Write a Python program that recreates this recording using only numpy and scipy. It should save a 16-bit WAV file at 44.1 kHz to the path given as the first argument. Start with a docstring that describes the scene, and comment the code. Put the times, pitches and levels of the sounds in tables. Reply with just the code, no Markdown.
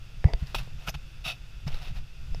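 """Fingers shift their grip on the plastic housing of a hand-held camera, out on an open beach.
They make the case tick, squeeze it, bump it so that its mount hums, and rub over it.
Now and then a fingertip sticks and slips in a short, rising creak.
Behind them are faint surf and the low rumble of a light wind.
The surf and the firmer rubs take on the hollow ring of the housing."""
import sys
import numpy as np
from scipy import signal
from scipy.fft import rfft, irfft, next_fast_len
from scipy.io import wavfile
from scipy.ndimage import map_coordinates

SR = 44100
rng = np.random.default_rng(int(sys.argv[2]) if len(sys.argv) > 2 else 0)


def unload_audio(sound):
    """Save the sound as a 16-bit wav file, at the path given as the first command line argument."""
    columns = np.transpose(np.atleast_2d(sound))
    # keep every value between -1 and 1, then stretch to whole-number steps
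    steps = np.round(np.clip(columns, -1, 1) * 32767)
    wavfile.write(sys.argv[1], SR, steps.astype(np.int16))


N = 105840  # 2.4 seconds


def amp(db):
    """Turn decibels into a number to multiply by."""
    return 10 ** (np.asarray(db) / 20)


def unit(x):
    """Scale a sound to an average (rms) strength of 1."""
    return x / np.sqrt(np.mean(x ** 2) + 1e-20)


def since(start):
    """Seconds since the start time, for each sample."""
    return np.arange(N) / SR - start


def wobble(per_s):
    """A smooth curve through per_s random values a second."""
    values = rng.standard_normal(int(N * per_s / SR) + 4)
    return map_coordinates(values, [np.arange(N) * per_s / SR])


def filtered(x, response):
    """Turn each frequency of x up or down by response(frequency)."""
    size = next_fast_len(N + SR // 4)
    return irfft(rfft(x, size) * response(np.fft.rfftfreq(size, 1 / SR)), size)[:N]


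def ring(t, hz, t60):
    """A tone that starts at t = 0 and fades by 60 dB in t60 seconds, its ring time."""
    t = np.maximum(t, 0)
    return np.sin(2 * np.pi * hz * t) * amp(-60 * t / t60)


# The hollow ring of the housing under a firm finger (frequency [Hz], gain [dB])
HOUSING_TONE = [(250, -2), (450, -9), (670, 1.5), (920, -5.5), (1100, -9), (1330, 1.5), (1700, -10.5),
                (2050, -4), (2380, -4.5), (2575, 11), (2850, 2.5), (3150, -0.5), (3500, 3.5), (3770, 7.5),
                (4150, -5), (4550, 3.5), (4900, -6), (5250, 2), (6300, -4), (8500, -5.5), (10300, 3),
                (11300, -6.5), (12150, -0.5), (13000, -3)]
def coloured(x, tone, tilt_db=0, hollow=0):
    """Shape x with a tone table, a treble tilt per octave and some of the housing's ring."""
    size = 4096
    octave = np.log2(np.fft.rfftfreq(size, 1 / SR) + 1)

    def curve(table):
        hz, db = np.transpose(table)
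        return np.interp(octave, np.log2(hz), db)

    treble_octaves = np.maximum(octave - np.log2(691), 0)  # the tilt starts at 691 Hz
    gain_db = curve(tone) + hollow * curve(HOUSING_TONE) + tilt_db * treble_octaves
    # Build a filter that rings only after a sound, never before it.
    cepstrum = irfft(np.log(amp(gain_db)))
    cepstrum[1:size // 2] *= 2
    cepstrum[size // 2 + 1:] = 0
    click_response = irfft(np.exp(rfft(cepstrum)))[:size // 2]
    return signal.fftconvolve(x, click_response)[:N]


# Far-off surf as heard inside the housing (frequency [Hz], gain [dB])
SURF_TONE = [(100, -6.5), (300, -4), (700, -6.5), (1080, -10.5), (1400, -2), (1650, -7.5), (2330, -7.5),
             (2620, 3), (3100, -8), (3500, -2.5), (4100, -12), (4750, -7), (6000, -13), (8500, -21.5),
             (15000, -25.5)]
# How loud the surf is (time [s], level [dB])
SURF_LEVELS = [(0, -57), (.8, -56), (1.6, -57), (2.1, -58), (2.4, -54.5)]
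def surf():
    """Distant breaking waves blur into a slowly swelling hiss."""
    level_db = np.interp(since(0), *np.transpose(SURF_LEVELS))
    return amp(level_db) * unit(coloured(rng.standard_normal(N), SURF_TONE))


# The deep tone of the wind (frequency [Hz], gain [dB])
WIND_TONE = [(8, 0), (20, 3), (45, -1.5), (75, -12.5), (105, -13.5), (142, -10), (175, -23), (240, -36.5),
             (400, -49), (900, -79.5)]
# How loud the wind and handling rumble is (time [s], level [dB])
RUMBLE_LEVELS = [(0, -39.5), (.3, -35.5), (.6, -35), (.95, -36.5), (1.1, -42), (1.33, -36), (1.52, -43),
                 (1.72, -34), (1.95, -34.5), (2.14, -41), (2.38, -32)]
def wind():
    """The breeze pushes unevenly on the held camera and makes a low, lumpy rumble."""
    level_db = np.interp(since(0), *np.transpose(RUMBLE_LEVELS))
    hz, db = np.transpose(WIND_TONE)
    rumble = filtered(rng.standard_normal(N), lambda f: amp(np.interp(np.log(f + 1), np.log(hz), db)))
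    gusts = amp(2.7 * wobble(per_s=26))
    return amp(level_db) * unit(rumble * gusts)


# The tones of the case when it is knocked (pitch [Hz], level [dB], ring time [s])
CASE_RINGS = [(500, -5, 0.017), (691, -3, 0.019), (870, -9, 0.014), (1990, -13.5, 0.014),
              (4750, -31, 0.011)]
# What the case passes on from a tick (frequency [Hz], gain [dB])
CASE_TONE = [(60, -5), (300, -3), (500, 0), (5200, -1), (6500, -7), (15000, -4)]
# Ticks of the case (time [s], knock level [dB], snap level [dB], snap pitch [Hz], top of the crack [Hz])
CASE_TICKS = [(0.2427, -22.5, -23, 1710, 3370), (.304, -43, -39.5, 850, 1500),
              (0.3356, -26, -26.5, 4660, 4500), (.3358, -38, -27, 2030, 4000),
              (0.3356, -55, -30.5, 3550, 4000), (.471, -54, -36.5, 4884, 6000),
              (.5463, -46, -20.5, 1300, 6500), (0.5493, -54, -20.5, 3680, 10000),
              (.5517, -44.5, -19.5, 900, 8000), (.675, -50, -40, 478, 800), (1.679, -35, -29, 5205, 4200),
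              (1.705, -41.5, -42, 2993, 3500), (1.744, -40, -33, 4000, 10000),
              (1.874, -43, -39, 3520, 4000), (2.347, -33.5, -32, 5240, 5500)]
def ticks():
    """The plastic gives a little: it knocks, with a short snap and a noisy crack on top."""
    out = np.zeros(N)
    t = np.arange(SR // 10) / SR
    knock = sum(amp(db) * ring(t, hz, t60) for hz, db, t60 in CASE_RINGS)
    for start, knock_db, snap_db, snap_hz, top_hz in CASE_TICKS:
        hiss = signal.lfilter(*signal.butter(2, top_hz, fs=SR), rng.standard_normal(len(t)))
        crack = amp(-13 - 60 * t / 0.019) * unit(hiss)  # fades by 60 dB in 19 ms
        snap = ring(t, snap_hz, t60=0.0091)
        tick = amp(knock_db) * knock + amp(snap_db) * (snap + crack)
        out += np.pad(tick, (round(start * SR), N))[:N]
    return coloured(out, CASE_TONE)


def friction(catches_per_s=13000, spread_db=2.5, flutter_db=1.3):
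    """Skin catches on plastic in countless tiny clicks while the finger's pressure flutters."""
    catches = (rng.random(N) < catches_per_s / SR) * rng.standard_normal(N)
    sizes = amp(spread_db * rng.standard_normal(N))
    flutter = amp(flutter_db * wobble(per_s=250))
    return unit(catches * sizes * flutter)


# Squeezes of the case (time [s], level [dB], time to fade by 20 dB [s])
GRIP_SQUEEZES = [(.244, -38, 0.1), (.278, -46, 0.08)]
def squeezes():
    """Tightening fingers grind on the case and keep its tones ringing."""
    out = np.zeros(N)
    brightness = 0.79  # grinding favours the higher tones
    case_ring = sum(amp(db) * ring(since(0), hz, t60) * hz ** brightness for hz, db, t60 in CASE_RINGS)
    grind = unit(signal.fftconvolve(friction(), case_ring)[:N])
    for start, db, fade in GRIP_SQUEEZES:
        t = since(start)
        out += amp(db - 20 * np.abs(t) / fade) * (t > 0) * grind
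    return out


# Bumps of the hand, the last one a buffet of wind on the camera (time [s], push level [dB], half the push's
# length [s], hum level [dB])
BUMPS = [(0.2566, -4.5, 0.0031, -12.5), (.346, -16, 0.0067, -31), (.428, -19, 0.0038, -21.5),
         (.565, -25, 0.009, -31.5), (.885, -34.5, 0.00306, -25), (.955, -26.5, 0.0052, -31),
         (1.263, -38, 0.0038, -29), (1.669, -24.5, 0.0032, -18), (1.732, -20, 0.016, -49.5),
         (1.909, -37, .003, -33)]
MOUNT_HZ, MOUNT_RING_S, MOUNT_RISE_S = 136.4, 0.08991, 0.0041535
def bumps():
    """The hand, or once a buffet of wind, gives the case a soft push, and the camera's mount hums briefly."""
    out = np.zeros(N)
    for time, push_db, width, hum_db in BUMPS:
        t = since(time)
        push = (1 - (t / width) ** 2) * np.exp(-(t / width) ** 2 / 2)
        fade_in = 1 - np.exp(-((t + width) / MOUNT_RISE_S) ** 2)
        hum = fade_in * ring(t + width, MOUNT_HZ, MOUNT_RING_S)
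        out += amp(push_db) * push + amp(hum_db) * hum
    return out


# The tone of skin sliding on plastic (frequency [Hz], gain [dB])
SKIN_TONE = [(100, -21), (400, -10), (700, -0.5), (1100, -2.5), (2000, -1.5), (2700, -1.5), (3600, -4),
             (5300, -7), (6800, -13.5), (9000, -20), (12300, -18.5), (15000, -20.5)]
# Dry finger strokes (time [s], level [dB], rise [s], hold [s], time to fade by 20 dB [s],
# treble tilt [dB per octave], amount of housing ring [0 = none])
FINGER_RUBS = [(0.378, -54.5, 0.018, 0.036, 0.05, -1, 0), (0.454, -56.5, 0.0085, 0.052, 0.13, 0, 0.1),
               (0.5455, -31, 0.0006, 0.0068, 0.014, -1, 0.85),
               (0.552, -40, 0.0018, 0.035, 0.0159, 1.2, 1.25), (0.576, -47, 0.012, 0.011, 0.09, -0.9, 0.1),
               (.765, -55, 0.038, 0.058, 0.01, -1, 0.2), (0.852, -41.5, 0.027, .018, 0.0045, 3.5, 0),
               (.864, -34.5, .019, 0.0077, 0.02, -4, 0.58),
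               (.935, -41.5, 0.0088, 0.011, 0.0035, -2.5, 0.35),
               (1.235, -33.5, 0.017, 0.055, 0.04, -0.33, 1.15),
               (1.661, -44.5, .01, 0.012, 0.0342, -1.1, 0.2), (1.688, -48.5, 0.038, 0.047, 0.11, -1.1, 0.5),
               (1.796, -48.5, 0.027, 0.052, 0.08, -1.2, 0.55), (1.935, -54, 0.019, 0.034, 0.04, -1, 0.1)]
def rubs():
    """Each stroke of a finger swells, holds and dies away; a firm one makes the housing ring."""
    out, catches = np.zeros(N), friction()
    for start, db, rise, hold, fade, tilt_db, hollow in FINGER_RUBS:
        t = since(start)
        fade_in = np.clip(t / rise, 0, 1) ** 2
        fade_out = amp(-20 * np.maximum(t - rise - hold, 0) / fade)
        out += amp(db) * fade_in * fade_out * unit(coloured(catches, SKIN_TONE, tilt_db, hollow))
    return out


# The tones of the case that a creak climbs through (pitch [Hz], width [Hz], gain [dB])
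CREAK_RINGS = [(700, 110, 7.5), (1300, 200, 7.5), (2580, 280, 7), (2920, 140, 5), (5180, 260, 3),
               (6107, 700, 0), (12212, 900, 9.5)]
# Creaks (time [s], slip level [dB], swell [s], fade [s], first slip rate [Hz], last slip rate [Hz])
FINGER_CREAKS = [(0.8884, -34.5, 0.023, 0.02, 1300, 6020), (0.955, -50.5, 0.012, 0.015, 2305, 3770)]
SLIP_RISE_S, SLIP_JITTER = 0.0033, 0.24  # how quickly the rate climbs; how much it wavers
def creaks():
    """A fingertip sticks and slips unevenly, ever faster, waking one tone of the case after another."""
    def case_response(f):
        return sum(amp(db) * 1j * f * width / (hz * hz - f * f + 1j * f * width)
                   for hz, width, db in CREAK_RINGS)

    out = np.zeros(N)
    for time, db, swell, fade, first_hz, last_hz in FINGER_CREAKS:
        t = since(time)
        climb = (1 + np.tanh(t / SLIP_RISE_S / 2)) / 2  # goes smoothly from 0 to 1
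        waver = np.exp(SLIP_JITTER * (1 - climb / 2) * wobble(per_s=3500))
        slip_hz = (first_hz + (last_hz - first_hz) * climb) * waver
        phase = 2 * np.pi * np.cumsum(slip_hz) / SR
        squeak = np.sin(phase) + amp(-11) * np.sin(2 * phase)
        slip_sizes = amp(4.5 * wobble(per_s=1200))
        level_db = db - 20 * (t / np.where(t < 0, swell, fade)) ** 2
        out += amp(level_db) * unit(squeak * slip_sizes)
    return filtered(out, case_response)


def scene():
    """The sounds of the hand in front of the beach, in one channel."""
    hand = rubs() + creaks() + squeezes() + ticks() + bumps()
    beach = surf() + wind()
    return (hand + beach)[None]


def record(dry):
    """The camera keeps nothing above 15400 Hz."""
    return filtered(dry[0], lambda hz: hz < 15400)[None]


dry = scene()
out = record(dry)
unload_audio(out)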